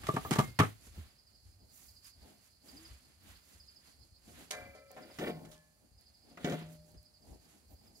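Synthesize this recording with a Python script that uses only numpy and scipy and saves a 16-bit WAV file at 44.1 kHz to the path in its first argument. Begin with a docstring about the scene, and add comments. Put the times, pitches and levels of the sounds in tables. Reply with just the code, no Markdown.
"""Knocks on a hollow vessel are heard first, at night in a rock hollow, as broad modes that die fast, over low rumble.
A cricket follows, singing in short groups of falling whistles over a far chorus of narrow-band noise.
A tapped ladle and a struck pan ring in decaying sines; the pan, dragged on stone, rasps through its wall modes.
Cloth, grit and feet shuffle in swells of coloured noise, embers tick, a low note rises and the rock walls answer.
The left microphone port faces away: it hears the treble duller and a little later."""
import sys
import numpy as np
from scipy import signal
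from scipy.fft import rfft, irfft, next_fast_len
from scipy.io import wavfile
from scipy.ndimage import map_coordinates

SR = 44100
rng = np.random.default_rng(int(sys.argv[2]) if len(sys.argv) > 2 else 0)


def log_audio(samples):
    """Write samples as a 16-bit WAV file to the path given in sys.argv[1]."""
    # one column per channel
    frames = np.atleast_2d(samples).T
    # limit to full scale, then quantise
    limited = np.clip(frames, -1, 1)
    pcm = np.round(limited * 32767).astype(np.int16)
    wavfile.write(sys.argv[1], SR, pcm)


N = 352800  # samples


def amp(db):
    """Decibel law: a level in dB becomes an amplitude factor."""
    return np.exp(np.asarray(db) * (np.log(10) / 20))


def unit(x):
    """Normalization to an rms of 1."""
    return x / np.sqrt(np.mean(x ** 2) + 1e-20)


def along(points, hz):
    """Linear interpolation of (frequency, value) points on a logarithmic frequency axis."""
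    point_hz, value = np.transpose(points)
    return np.interp(np.log(hz + 1), np.log(point_hz + 1), value)


def wobble(rate):
    """Random modulation: a smooth curve through normal random knots, rate knots a second."""
    knots = rng.standard_normal(int(N * rate / SR) + 4)
    # the curve is computed at every 32nd sample
    coarse = map_coordinates(knots, [np.arange(N // 32 + 2) * 32 * rate / SR])
    return np.interp(np.arange(N) / 32, np.arange(len(coarse)), coarse)


def filtered(x, response):
    """Linear filtering: the spectrum of x times a complex response of frequency."""
    m = next_fast_len(N + SR // 2)
    return irfft(rfft(x, m) * response(np.fft.rfftfreq(m, 1 / SR)), m)[..., :N]


def resonances(modes):
    """Modal superposition: causal response of (pitch_hz, width_hz, level_db) modes in alternating sign."""
    def response(f):
        total = 0
        for k, (center, width, db) in enumerate(modes):
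            bandpass = 1j * f * width / (center * center - f * f + 1j * f * width)
            total = total + (-1) ** k * amp(db) * bandpass
        return total
    return response


# correlation of the two ports in a diffuse field: pitch_hz [Hz], likeness [0 to 1]
DIFFUSE_LIKENESS = [(60, 0.98), (250, 0.27), (600, 0.39), (1500, 0.15), (4000, 0.18), (12000, 0.4)]


def rush(spectrum, lumps_db, rate, alike=DIFFUSE_LIKENESS):
    """Partly coherent noise: coloured stereo noise of rms 1 with random lumps in level."""
    hz = np.fft.rfftfreq(N, 1 / SR)
    # the share of mid and side sets the correlation of the ports
    turn = np.arccos(np.clip(along(alike, hz), 0, 1)) / 2
    noise = rng.standard_normal((2, len(hz), 2)).view(complex)[..., 0]
    mid, side = irfft(noise * amp(along(spectrum, hz)) * [np.cos(turn), np.sin(turn)], N)
    return unit(np.array([mid + side, mid - side]) * amp(lumps_db * wobble(rate)))


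def swells(rows, column, rest_db):
    """Power addition: the level of one layer under all its swells, over its rest level."""
    loss_db, shape = 10, 1.4  # loss one rise or fall away from the peak; 1 = pointed, 2 = round
    t = np.arange(0, N, 32) / SR
    power = amp(2 * rest_db)
    for s, rise, fall, *db in rows:
        away = np.where(t < s, (s - t) / rise, (t - s) / fall)
        power = power + amp(2 * (db[column] - loss_db * away ** shape))
    return np.interp(np.arange(N) / SR, t, np.sqrt(power))


# colour of steady air and far valley: pitch_hz [Hz], relative level_db [dB per Hz]
NIGHT_COLOUR = [(24, -31.5), (40, 0), (85, 0.5), (188, -7), (440, -22), (593, -14), (907, -20.5),
                (1740, -23), (3670, -26), (4600, -15.5), (5610, -28), (9720, -23.5), (15600, -33.5)]


def night():
    """Broadband ambience: steady coloured noise of air and far valley."""
    return amp(-72.5) * rush(NIGHT_COLOUR, lumps_db=0.84, rate=9.3)


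# level of the far crickets: start_s [s], level_db [dB]
CHORUS_LEVEL = [(0, -71), (.3, -66), (.64, -71.5), (1.6, -74), (2.07, -69.5), (2.4, -73.5), (2.76, -70),
                (3.1, -72.5), (3.85, -71), (5.06, -74), (5.3, -68.5), (5.68, -89), (5.97, -77),
                (6.15, -71.5), (6.97, -76.5), (7.13, -71.5), (7.6, -78), (8, -72)]
# colour of the far crickets: pitch_hz [Hz], relative level_db [dB per Hz]
CHORUS_COLOUR = [(3600, -36), (4200, -7), (4700, -5), (5100, -7), (5700, -35)]


def far_chorus():
    """Incoherent summation: many far crickets merge into narrow-band noise."""
    start_s, level_db = np.transpose(CHORUS_LEVEL)
    level = amp(np.interp(np.arange(N) / SR, start_s, level_db))
    return level * rush(CHORUS_COLOUR, lumps_db=3.0, rate=35)


# swells of low rumble: peak_s [s], rise_s [s], fall_s [s], level_db [dB]
RUMBLES = [(.03, 0.11, 0.105, -50), (.27, 0.09, .1, -51), (.5, 0.064, 0.058, -49.5),
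           (.74, 0.077, 0.0278, -57), (.88, 0.065, 0.073, -54), (.99, 0.041, 0.061, -47),
           (1.47, 0.0483, 0.0654, -58), (1.64, 0.0707, 0.055, -55), (1.95, .1, .04, -62),
           (2.18, 0.0412, 0.098, -59.5), (2.78, 0.1035, 0.037, -59.5), (2.92, 0.061, 0.073, -55.5),
           (3.33, 0.104, 0.107, -59), (3.58, 0.0489, .08, -63), (4.03, .04, .04, -58),
           (4.13, .03, 0.0794, -54), (4.33, 0.074, 0.105, -57.5), (4.66, 0.116, 0.086, -54.5),
           (5.22, 0.046, 0.103, -54.5), (5.5, 0.099, 0.095, -61), (5.95, 0.086, 0.0401, -65),
           (6.47, .08, 0.052, -57.5), (6.66, .04, 0.061, -57), (6.8, 0.055, 0.085, -59.5),
           (6.96, 0.0508, 0.0508, -56.5), (7.32, 0.0498, 0.073, -52.5), (7.73, 0.0706, 0.129, -59)]
# colour of the rumble: pitch_hz [Hz], relative level_db [dB per Hz]
RUMBLE_COLOUR = [(15, -50), (25, -18.5), (48, -5), (70, 2), (95, -4), (155, -26), (200, -25.5), (260, -56),
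                 (440, -120)]


def rumble():
    """Amplitude modulation: swells of low rumble, partly ground or handling under the movements."""
    return swells(RUMBLES, column=0, rest_db=-74) * rush(RUMBLE_COLOUR, lumps_db=2.5, rate=14)


# loud ember ticks: start_s [s], level_db [dB, before a lift of 12 dB]
LOUD_TICKS = [(1.735, -54), (2.0457, -47), (3.2394, -57.5), (4.9157, -43.5), (5.2594, -51.5),
              (6.0107, -53.5), (6.8957, -59.5), (6.9182, -54.5), (7.0294, -53.5), (7.7084, -55),
              (7.8276, -61), (7.9718, -56.5)]


def embers():
    """Impulsive excitation: sharp ticks of the fire, a few loud ones over many faint ones."""
    blows = np.zeros(N)
    faint = rng.random((120, 2))
    # exponentially spread levels
    blows[(faint[:, 0] * N).astype(int)] = amp(-62.5 - 3.4 * np.log(1 - faint[:, 1]))
    for s, db in LOUD_TICKS:
        blows[round(s * SR)] = amp(db + 12)
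    t = np.arange(SR // 40) / SR
    snap = np.diff(rng.standard_normal(len(t) + 1)) * amp(-60 * t / .012)  # t60 12 ms
    return signal.fftconvolve(blows, snap / np.linalg.norm(snap))[:N]


# movements of people on the ground: peak_s [s], rise_s [s], fall_s [s],
# feet_db [dB], grit_db [dB], cloth_db [dB], sizzle_db [dB]
MOVEMENTS = [(.13, 0.15, 0.178, -53, -52.5, -57, -67), (.28, .08, .1, -51, -58, -61, -60),
             (.406, .06, .1, -56, -52.5, -56, -59), (.66, .05, .08, -63, -57, -61, -66),
             (.87, .07, 0.062, -69.5, -65, -62, -75), (.97, .06, 0.1417, -64.5, -62.5, -67, -74),
             (1.31, .05, .06, -78, -80, -81.5, -90), (1.47, 0.031, 0.112, -72.5, -78, -72.5, -84),
             (1.62, .06, 0.076, -69.5, -86.5, -94, -92), (1.79, .08, 0.1685, -71, -69.5, -61.5, -65),
             (2.07, .03, 0.0379, -85.5, -63, -58.5, -66), (2.29, .1, 0.1023, -61, -68, -69.5, -77),
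             (2.47, .1, .05, -82, -72.5, -69, -79), (2.68, 0.041, 0.11, -59.5, -66.5, -63.5, -71),
             (2.83, 0.13, 0.191, -67.5, -64, -65, -75), (3.1, .1, 0.109, -72.5, -74, -73.5, -84.5),
             (3.3, 0.075, 0.0956, -64.5, -61.5, -65, -72), (3.52, 0.1175, 0.1234, -71, -68, -66.5, -73),
             (3.7, .08, 0.113, -75, -74, -73.5, -84), (3.88, 0.079, 0.0797, -70, -69.5, -68.5, -82),
             (4.04, 0.067, 0.0855, -73.5, -78.5, -75, -88), (4.29, 0.049, 0.087, -63.5, -68, -64.5, -77),
             (4.4, 0.094, 0.0893, -59, -61, -63, -72), (4.62, 0.13, .2, -60, -72, -73.5, -78),
             (5.03, 0.139, 0.098, -60, -68, -72, -78), (5.19, 0.11, .08, -65.5, -62, -65.5, -74),
             (5.41, .1, 0.1025, -52.5, -79.5, -76, -85), (5.52, .05, .04, -71.5, -75, -67.5, -72),
             (5.86, .12, .06, -70, -95, -96.5, -95), (6.02, 0.031, 0.092, -75.5, -78, -79, -92),
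             (6.33, .1, .05, -63, -72.5, -77.5, -87), (6.47, .08, .1, -55, -57.5, -65, -77.5),
             (6.59, .05, 0.0836, -60.5, -56.5, -68.5, -82), (6.73, 0.069, 0.0536, -62.5, -69, -67, -71),
             (6.9, 0.1087, 0.0636, -64, -79.5, -73, -82.5), (7.29, .05, 0.1017, -56.5, -75.5, -70.5, -84),
             (7.52, 0.14, .1, -67, -72.5, -70.5, -81), (7.73, .04, 0.047, -64.5, -77.5, -74, -71),
             (7.86, .08, .06, -63, -74.5, -77.5, -82), (7.98, .04, .04, -64, -80, -66, -80)]
# small shifting between movements: level_db [dB] of feet, grit, cloth, sizzle
REST_LEVELS = [-81, -85.5, -79, -90]
# colours of the four layers: pitch_hz [Hz], relative level_db [dB per Hz]
FEET_COLOUR = [(70, -30.5), (130, -4), (250, 1), (450, -8.5), (800, -8.5), (1400, -36.5)]
GRIT_COLOUR = [(500, -38.5), (1000, -6.5), (2000, -5), (4000, -7.5), (7000, -35.5)]
CLOTH_COLOUR = [(2500, -21), (5000, -0.5), (7000, 6), (9000, 1), (11500, 3.5), (13000, -6.5), (16000, -25)]
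SIZZLE_COLOUR = [(10500, -35.5), (12500, -1), (14500, -2), (16000, -8)]


def movements():
    """Friction noise: each movement is a swell in four bands, from low feet to the highest sizzle."""
    stir = wobble(14)  # one movement stirs feet, grit and cloth together
    feet, grit, cloth, sizzle = (swells(MOVEMENTS, k, rest_db) for k, rest_db in enumerate(REST_LEVELS))
    return (feet * amp(0.87 * stir) * rush(FEET_COLOUR, lumps_db=2.5, rate=25)
            + grit * amp(1.0 * stir) * rush(GRIT_COLOUR, lumps_db=0.81, rate=87)
            + cloth * amp(.6 * stir) * rush(CLOTH_COLOUR, lumps_db=1.43, rate=130)
            + sizzle * rush(SIZZLE_COLOUR, lumps_db=2.05, rate=30))


# low rising note: level_db [dB], rise_s [s], length_s [s], pitch_hz at the peak [Hz], climb_hz [Hz]
RISING_NOTE = (-56, 0.003, 0.193, 261.5, 69.5)


def glug():
    """Frequency glide: a soft sine, like liquid in a pot, swells fast, climbs ever slower, fades and stops."""
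    db, rise, length, hz, climb = RISING_NOTE
    t = np.arange(N) / SR - 2.738  # seconds from the peak
    swell_db = -12 * np.maximum(-t / rise, 0)
    fade_db = -11 * np.clip(t / length, 0, 1) ** .5
    stop_db = -900 * np.maximum(t - 0.686 * length, 0)
    pitch = hz + climb * np.tanh(np.clip(t, -.03, length) / 0.055)
    return np.sqrt(2) * amp(db + swell_db + fade_db + stop_db) * np.sin(2 * np.pi * np.cumsum(pitch) / SR)


# phrases of the near cricket: first_stroke_s [s], last_stroke_s [s], level_db [dB]
PHRASES = [(1.098, 1.342, -62.5), (1.515, 1.594, -69), (1.876, 2.121, -57.5), (2.68, 2.843, -53.5),
           (3.592, 3.755, -54.5), (5.018, 5.268, -57.5), (5.973, 6.218, -63), (6.968, 7.214, -60.5),
           (7.782, 7.944, -61.5)]


def cricket():
    """Stridulation: each wing stroke whistles, holds and drops as the file slows; a near rock repeats it."""
    stroke_gap_s, scatter_db, first_stroke_db = .082, 1.99, -1  # a phrase starts softly
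    out = np.zeros(N + SR)
    length = round(.025 * SR)
    u = np.arange(length) / length  # progress of one stroke, 0 to 1
    swell = np.sin(np.pi * u ** 1.5) ** .8
    for first, last, db in PHRASES:
        for s in np.linspace(first, last, round((last - first) / stroke_gap_s) + 1):
            pitch, bend, size = rng.standard_normal(3)
            hz = (5110 - 800 * u ** (2.3 + .2 * bend)) * (1 + .006 * pitch)
            level = amp(db + first_stroke_db * (s == first) + scatter_db * size)
            out[round(s * SR):][:length] += level * swell * np.sin(2 * np.pi * np.cumsum(hz) / SR)
    repeat = np.pad(out, (round(0.033 * SR), 0))[:N]
    return out[:N] + amp(-10) * repeat


def bursts(rows, column, slower, rise):
    """Exponential decay: each contact rises fast and dies with its own t60 times slower."""
    env, t = np.zeros(N + SR), np.arange(SR // 2) / SR
    for row in rows:
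        decay = amp(row[column] - 60 * t / (slower * row[5]))
        env[round(row[0] * SR):][:len(t)] += decay * (1 - np.exp(-t / rise))
    return env[:N]


# correlation of the two ports for sounds close by: pitch_hz [Hz], likeness [0 to 1]
NEAR_LIKENESS = [(60, 1), (250, 0.969), (600, .88), (1500, 0.32), (4000, 0.18), (12000, .35)]
# colour of the clank: pitch_hz [Hz], relative level_db [dB per Hz]
CLANK_COLOUR = [(300, -30), (600, -3), (1200, 2.5), (2200, -2.5), (3500, -12), (6000, -35.5)]


def contacts(rows, thud_colour, crack_colour):
    """High modal density: a ground thud, a clank of modes too dense to tell apart and a treble crack."""
    def layer(colour, lumps_db, rate, **shape):
        return bursts(rows, **shape) * rush(colour, lumps_db, rate, NEAR_LIKENESS)

    thud = layer(thud_colour, 2.0, 55, column=2, slower=0.73, rise=0.0024)
    clank = layer(CLANK_COLOUR, 2.0, 200, column=3, slower=1.2, rise=0.00054)
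    crack = layer(crack_colour, 3.5, 300, column=4, slower=.9, rise=0.0003)
    return thud + clank + crack


def ringing(rows, modes):
    """Modal synthesis: each blow on thin metal excites the same modes anew; they waver as it swings in the hand."""
    out, t = np.zeros(N + SR), np.arange(SR) / SR
    hz, db, t60 = np.transpose(modes)[..., None]
    swing_db = 5 * np.sin(2 * np.pi * (rng.uniform(5, 25, hz.shape) * t + rng.random(hz.shape)))
    onset = 1 - np.exp(-t / 0.00083)
    rings = amp(db + swing_db - 60 * t / t60) * np.sin(2 * np.pi * hz * t) * onset
    size = (len(rows), len(modes))
    strength = amp(1.74 * rng.standard_normal(size)) * rng.choice([-1, 1], size)
    hardest = max(row[4] for row in rows)
    for row, gain in zip(rows, strength):
        # a blow with little crack excites the high modes less
        soft_db = .4 * (row[4] - hardest) * np.log2(np.maximum(hz[:, 0] / 900, 1))
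        out[round(row[0] * SR):][:SR] += amp(row[1]) * (gain * amp(soft_db)) @ rings
    return out[:N]


# single modes that stand out: start_s [s], pitch_hz [Hz], level_db [dB, before the swell], t60_s [s], swell_s [s]
LONE_MODES = [(.27, 2200, -57, 0.12, .01), (.31, 2142, -47.5, 0.565, .01), (.4, 2117, -44, 0.314, 0.018),
              (.47, 120, -38, 0.272, .01), (.592, 106.1, -18.5, 0.228, 0.00146),
              (0.623, 1281, -26, 0.104, 0.004), (4.721, 1318, -62, 1.2, 0.0273),
              (5.528, 3530, -70, 0.17, .004), (5.553, 1722, -64.5, 0.578, 0.018),
              (5.2, 1072, -60, 1.1, .03), (5.2, 862, -58, 1., .03), (4.52, 716.7, -47.5, 0.56, 0.018),
              (4.52, 552.5, -55.5, 3.68, 0.024), (5.2, 368.5, -35, .25, 0.0045),
              (5.29, 188.8, -32.5, 0.18, 0.0038), (5.3, 610.5, -54.5, 0.974, 0.037),
              (6.5, 606, -49, 1.2, 0.0224)]


def lone_modes():
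    """Free vibration: single sine modes swell in and fade exponentially."""
    out, t = np.zeros(N + SR), np.arange(SR) / SR
    for s, hz, db, t60, swell in LONE_MODES:
        envelope = amp(db - 60 * t / t60) * (1 - np.exp(-t / swell))
        out[round(s * SR):][:SR] += envelope * np.sin(2 * np.pi * hz * t)
    return out[:N]


# thud and crack of vessel and ladle: pitch_hz [Hz], relative level_db [dB per Hz]
THUD_COLOUR = [(45, -50), (80, -4), (130, 5.5), (300, -3), (500, -10), (1000, -43.5)]
CRACK_COLOUR = [(1500, -23.5), (3000, -1), (4500, -3), (7000, -4.5), (10000, -10), (13000, -14),
                (16000, -29.5)]
# taps on the ladle: start_s [s], ring_db [dB], thud_db [dB], clank_db [dB], crack_db [dB],
# t60_s [s, scaled in each contact layer]
LADLE_TAPS = [(4.507, -45, -66.5, -47.5, -36.5, 0.0983), (4.53, -45, -62, -51.5, -58.5, 0.484),
              (4.749, -52.5, -66.5, -71, -64, 0.186), (4.906, -52.5, -71, -62.5, -70, 0.042),
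              (4.965, -46.5, -51, -52.5, -65.5, 0.179), (5.1, -61.5, -66, -59, -82, 0.073),
              (5.449, -60, -42, -62, -59, 0.093), (5.514, -73, -66, -67, -56, 0.284)]
# modes of the ladle: pitch_hz [Hz], relative level_db [dB], t60_s [s]
LADLE_MODES = [(430.6, -11, 0.271), (549.3, -11.5, 0.476), (507.4, -11, 0.512), (615.5, -5.5, 0.357),
               (676.7, -7, 0.098), (716.7, -10, 0.308), (750, -7, 0.135), (1032.5, -15.5, 0.325),
               (1325, -18, 0.33), (1610, -10.5, 0.56), (1417, -14.5, .5), (1761, -8.5, 0.45),
               (1791, -7.5, 0.38), (2042, -13, 0.9), (2120, -14, 0.22), (2202, -4.5, 0.146),
               (2330, -5, 1.1), (2430, -21, .2), (2910, -13.5, 0.32), (3865, -10, 0.297), (4525, -9, 0.235),
               (5600, -16, 0.22), (5600, -23, .15), (6430, 1.5, 0.109)]


def ladle():
    """Impact excitation: taps give contact noise and ring the modes of the ladle."""
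    return contacts(LADLE_TAPS, THUD_COLOUR, CRACK_COLOUR) + ringing(LADLE_TAPS, LADLE_MODES)


# drags of the pan on stone: start_s [s], length_s [s], level_db [dB],
# slide_s [s, the dying slide], slide_db [dB, at its start]
DRAGS = [(4.97, .14, -62, .06, -67), (5.187, .12, -39.5, .25, -56.5), (6.378, .04, -56, .02, -60),
         (6.446, .1, -40.5, 0.15, -55)]
# colour of the base on the stone: pitch_hz [Hz], relative level_db [dB per Hz]
BASE_COLOUR = [(90, -30), (180, -3.5), (370, -1.5), (600, -6), (900, -15.5), (1600, -38)]
# modes of the pan wall under the scrape: pitch_hz [Hz], width_hz [Hz], relative level_db [dB]
WALL_MODES = [(1117, 18, -4), (1448, 70, -0.5), (1582, 43, -4), (1800, 58, -0.5), (2044, 70, -3),
              (2304, 60, 0.5), (2777, 28, -2), (2919.8, 100, -6), (3527, 570, -7)]


def drag():
    """Stick-slip friction: the base catches and slips on stone; the grit sings in the modes of the wall."""
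    grip_s, let_go_s, slide_loss_db = .005, .02, 16.5  # onset, release, fading over the slide
    t, env = np.arange(N) / SR, 0
    for s, length, db, slide, slide_db in DRAGS:
        knots_s = np.cumsum([s - grip_s, grip_s, length, let_go_s, slide, let_go_s])
        env = env + amp(np.interp(t, knots_s, [-120, db, db, slide_db, slide_db - slide_loss_db, -120]))
    wall = resonances(WALL_MODES)
    grit = amp(2.5 * wobble(150)) * rng.standard_normal(N)
    # the wall modes, with the treble rolled off above 4 kHz
    rasp = unit(filtered(grit, lambda hz: wall(hz) / (1 + 1j * hz / 4000) ** 2))
    base = rush(BASE_COLOUR, lumps_db=0.5, rate=40, alike=NEAR_LIKENESS)
    return env * amp(2 * wobble(70)) * (base + amp(-8) * rasp)


# blows on the pan: start_s [s], ring_db [dB], thud_db [dB], clank_db [dB], crack_db [dB],
# t60_s [s, scaled in each contact layer]
PAN_BLOWS = [(4.278, -64.5, -52.5, -86, -65, 0.125), (5.187, -52.5, -44, -49, -49, 0.13),
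             (5.287, -44.5, -38.5, -53, -60, .1), (6.309, -63, -52.5, -73, -76, 0.083),
             (6.373, -59, -59.5, -47, -58, .06), (6.445, -36.5, -37.5, -48.5, -43.5, 0.15),
             (6.497, -47, -37.5, -50, -48.5, .08), (6.521, -44, -32, -48, -50, .12),
             (6.611, -58, -42.5, -53.5, -65.5, .1), (6.943, -72.5, -59.5, -73, -72.5, 0.144)]
# modes of the pan: pitch_hz [Hz], relative level_db [dB], t60_s [s]
PAN_MODES = [(160.4, -3, 0.74), (187.15, -3.5, 0.3), (260, 0.5, 0.166), (322, -11.5, 0.14),
             (371.8, -5, 0.113), (419.7, -9.5, 0.244), (504, -6.5, 0.198), (563.8, -11, 0.315),
             (607.2, -10.5, 0.565), (710.6, -4.5, 0.286), (869, -25.5, 0.62), (1719, -20, 0.35),
             (1974, -15, 0.319), (2386, -16.5, 0.43), (2600, -20.5, 0.24)]
# thud and crack of the pan: pitch_hz [Hz], relative level_db [dB per Hz]
PAN_THUD_COLOUR = [(60, -32.5), (130, -1), (200, 2.5), (350, -3), (550, -12.5), (1000, -45)]
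PAN_CRACK_COLOUR = [(1500, -23), (3000, 1.5), (4500, -6.5), (7000, -3), (10000, -28), (13000, -27),
                    (16000, -35)]


def pan():
    """Impact and friction: the thin pan is struck, dragged and set down."""
    return contacts(PAN_BLOWS, PAN_THUD_COLOUR, PAN_CRACK_COLOUR) + drag() + ringing(PAN_BLOWS, PAN_MODES)


# knocks on the vessel: start_s [s], body_db [dB, before the body gain], thud_db [dB], clank_db [dB],
# crack_db [dB], t60_s [s, scaled in each layer]
VESSEL_KNOCKS = [(.034, -44.5, -51.5, -47.5, -56, 0.086), (.068, -50.5, -46.5, -42.5, -41.5, 0.076),
                 (.085, -22.5, -44, -50, -55, 0.077), (.138, -42.5, -29, -52.5, -51, 0.117),
                 (.163, -24, -43, -38.5, -53, 0.0843), (.247, -33, -34, -55, -59.5, 0.093),
                 (.309, -31, -19.5, -31, -33, 0.118), (.33, -39.5, -40, -40.5, -43, 0.15),
                 (.356, -27.5, -30, -44, -47.5, 0.0816), (.386, -16.5, -16.5, -32, -36, 0.1028),
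                 (.439, -44, -37, -53, -55, 0.059), (.475, -63.5, -43.5, -60, -57.5, 0.14),
                 (.589, -24.5, -30, -26, -35, 0.0745), (.597, -18, -19.5, -24, -39, 0.1043),
                 (.627, -39.5, -32, -44.5, -50.5, 0.192), (.869, -73, -51.5, -67.5, -63.5, 0.102),
                 (.975, -72, -45.5, -72, -66, 0.101)]
# modes of the vessel: pitch_hz [Hz], width_hz [Hz], relative level_db [dB]
VESSEL_MODES = [(120, 28, -2), (169.5, 40, -3), (277.5, 52, -2.5), (425.7, 74, -7), (638.5, 32, -3),
                (761.3, 34, -2.5), (903, 64, -6), (1096.4, 70, -1.5), (1177.6, 62, 1), (1284, 43, -6.5),
                (1701, 91, -15)]


def vessel():
    """Damped resonance: a knock shakes the hollow body for a moment; its modes are broad and die fast."""
    shaking = bursts(VESSEL_KNOCKS, column=1, slower=.6, rise=0.0006) * rng.standard_normal(N)
    body = amp(19.5) * filtered(shaking, resonances(VESSEL_MODES))
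    return contacts(VESSEL_KNOCKS, THUD_COLOUR, CRACK_COLOUR) + body


# reverberation of the rock walls: pitch_hz [Hz], t60_s [s]
ROCK_DECAY = [(100, 0.26), (1000, 0.13), (5000, 0.092), (12000, 0.36)]


def rock(x):
    """Reverberation: the walls answer and each frequency dies at its own speed."""
    hz, t, z = signal.stft(rng.standard_normal((2, SR // 2)), SR, nperseg=256)
    decay = amp(-60 * t / along(ROCK_DECAY, hz)[:, None])
    tail = signal.istft(z * decay, SR, nperseg=256)[1]
    late = np.pad(x, (350, 0))[None]  # delay in samples before the walls answer
    return signal.fftconvolve(late, tail / np.linalg.norm(tail[0]), axes=1)[:, :N]


def scene():
    """Superposition: all sources add, and the near ones also excite the rock."""
    near = vessel() + ladle() + lone_modes() + pan()
    song = cricket()
    echo = rock(amp(-8.5) * near.mean(0) + amp(1) * song)  # amp(1) is +1 dB
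    background = night() + far_chorus() + rumble() + embers() + movements()
    return background + glug() + song + near + echo


# level difference of the ports: pitch_hz [Hz], left_minus_right_db [dB]
PORT_BALANCE = [(60, 0), (150, 1.0), (380, 2.5), (950, 2), (2380, -2.0), (5980, -7), (15000, -10.5)]
# delay of the left port behind the right: pitch_hz [Hz], lag [samples]
PORT_LAG = [(200, .3), (1100, 9.9), (2000, 4), (4500, 8.5)]


def record(dry):
    """Shading and delay: the left port is dull and late; the capsule drops the lowest bass; the band has a top."""
    top_hz = 15780
    side = np.array([[.5], [-.5]])  # left and right share each difference equally

    def response(hz):
        balance = amp(side * along(PORT_BALANCE, hz))
        delay = np.exp(-2j * np.pi * hz * side * along(PORT_LAG, hz) / SR)
        capsule = (1j * hz / (1j * hz + 30)) ** 2  # 30 Hz high-pass
        return balance * delay * capsule * (hz < top_hz)

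    return filtered(dry, response)


dry = scene()
out = record(dry)
log_audio(out)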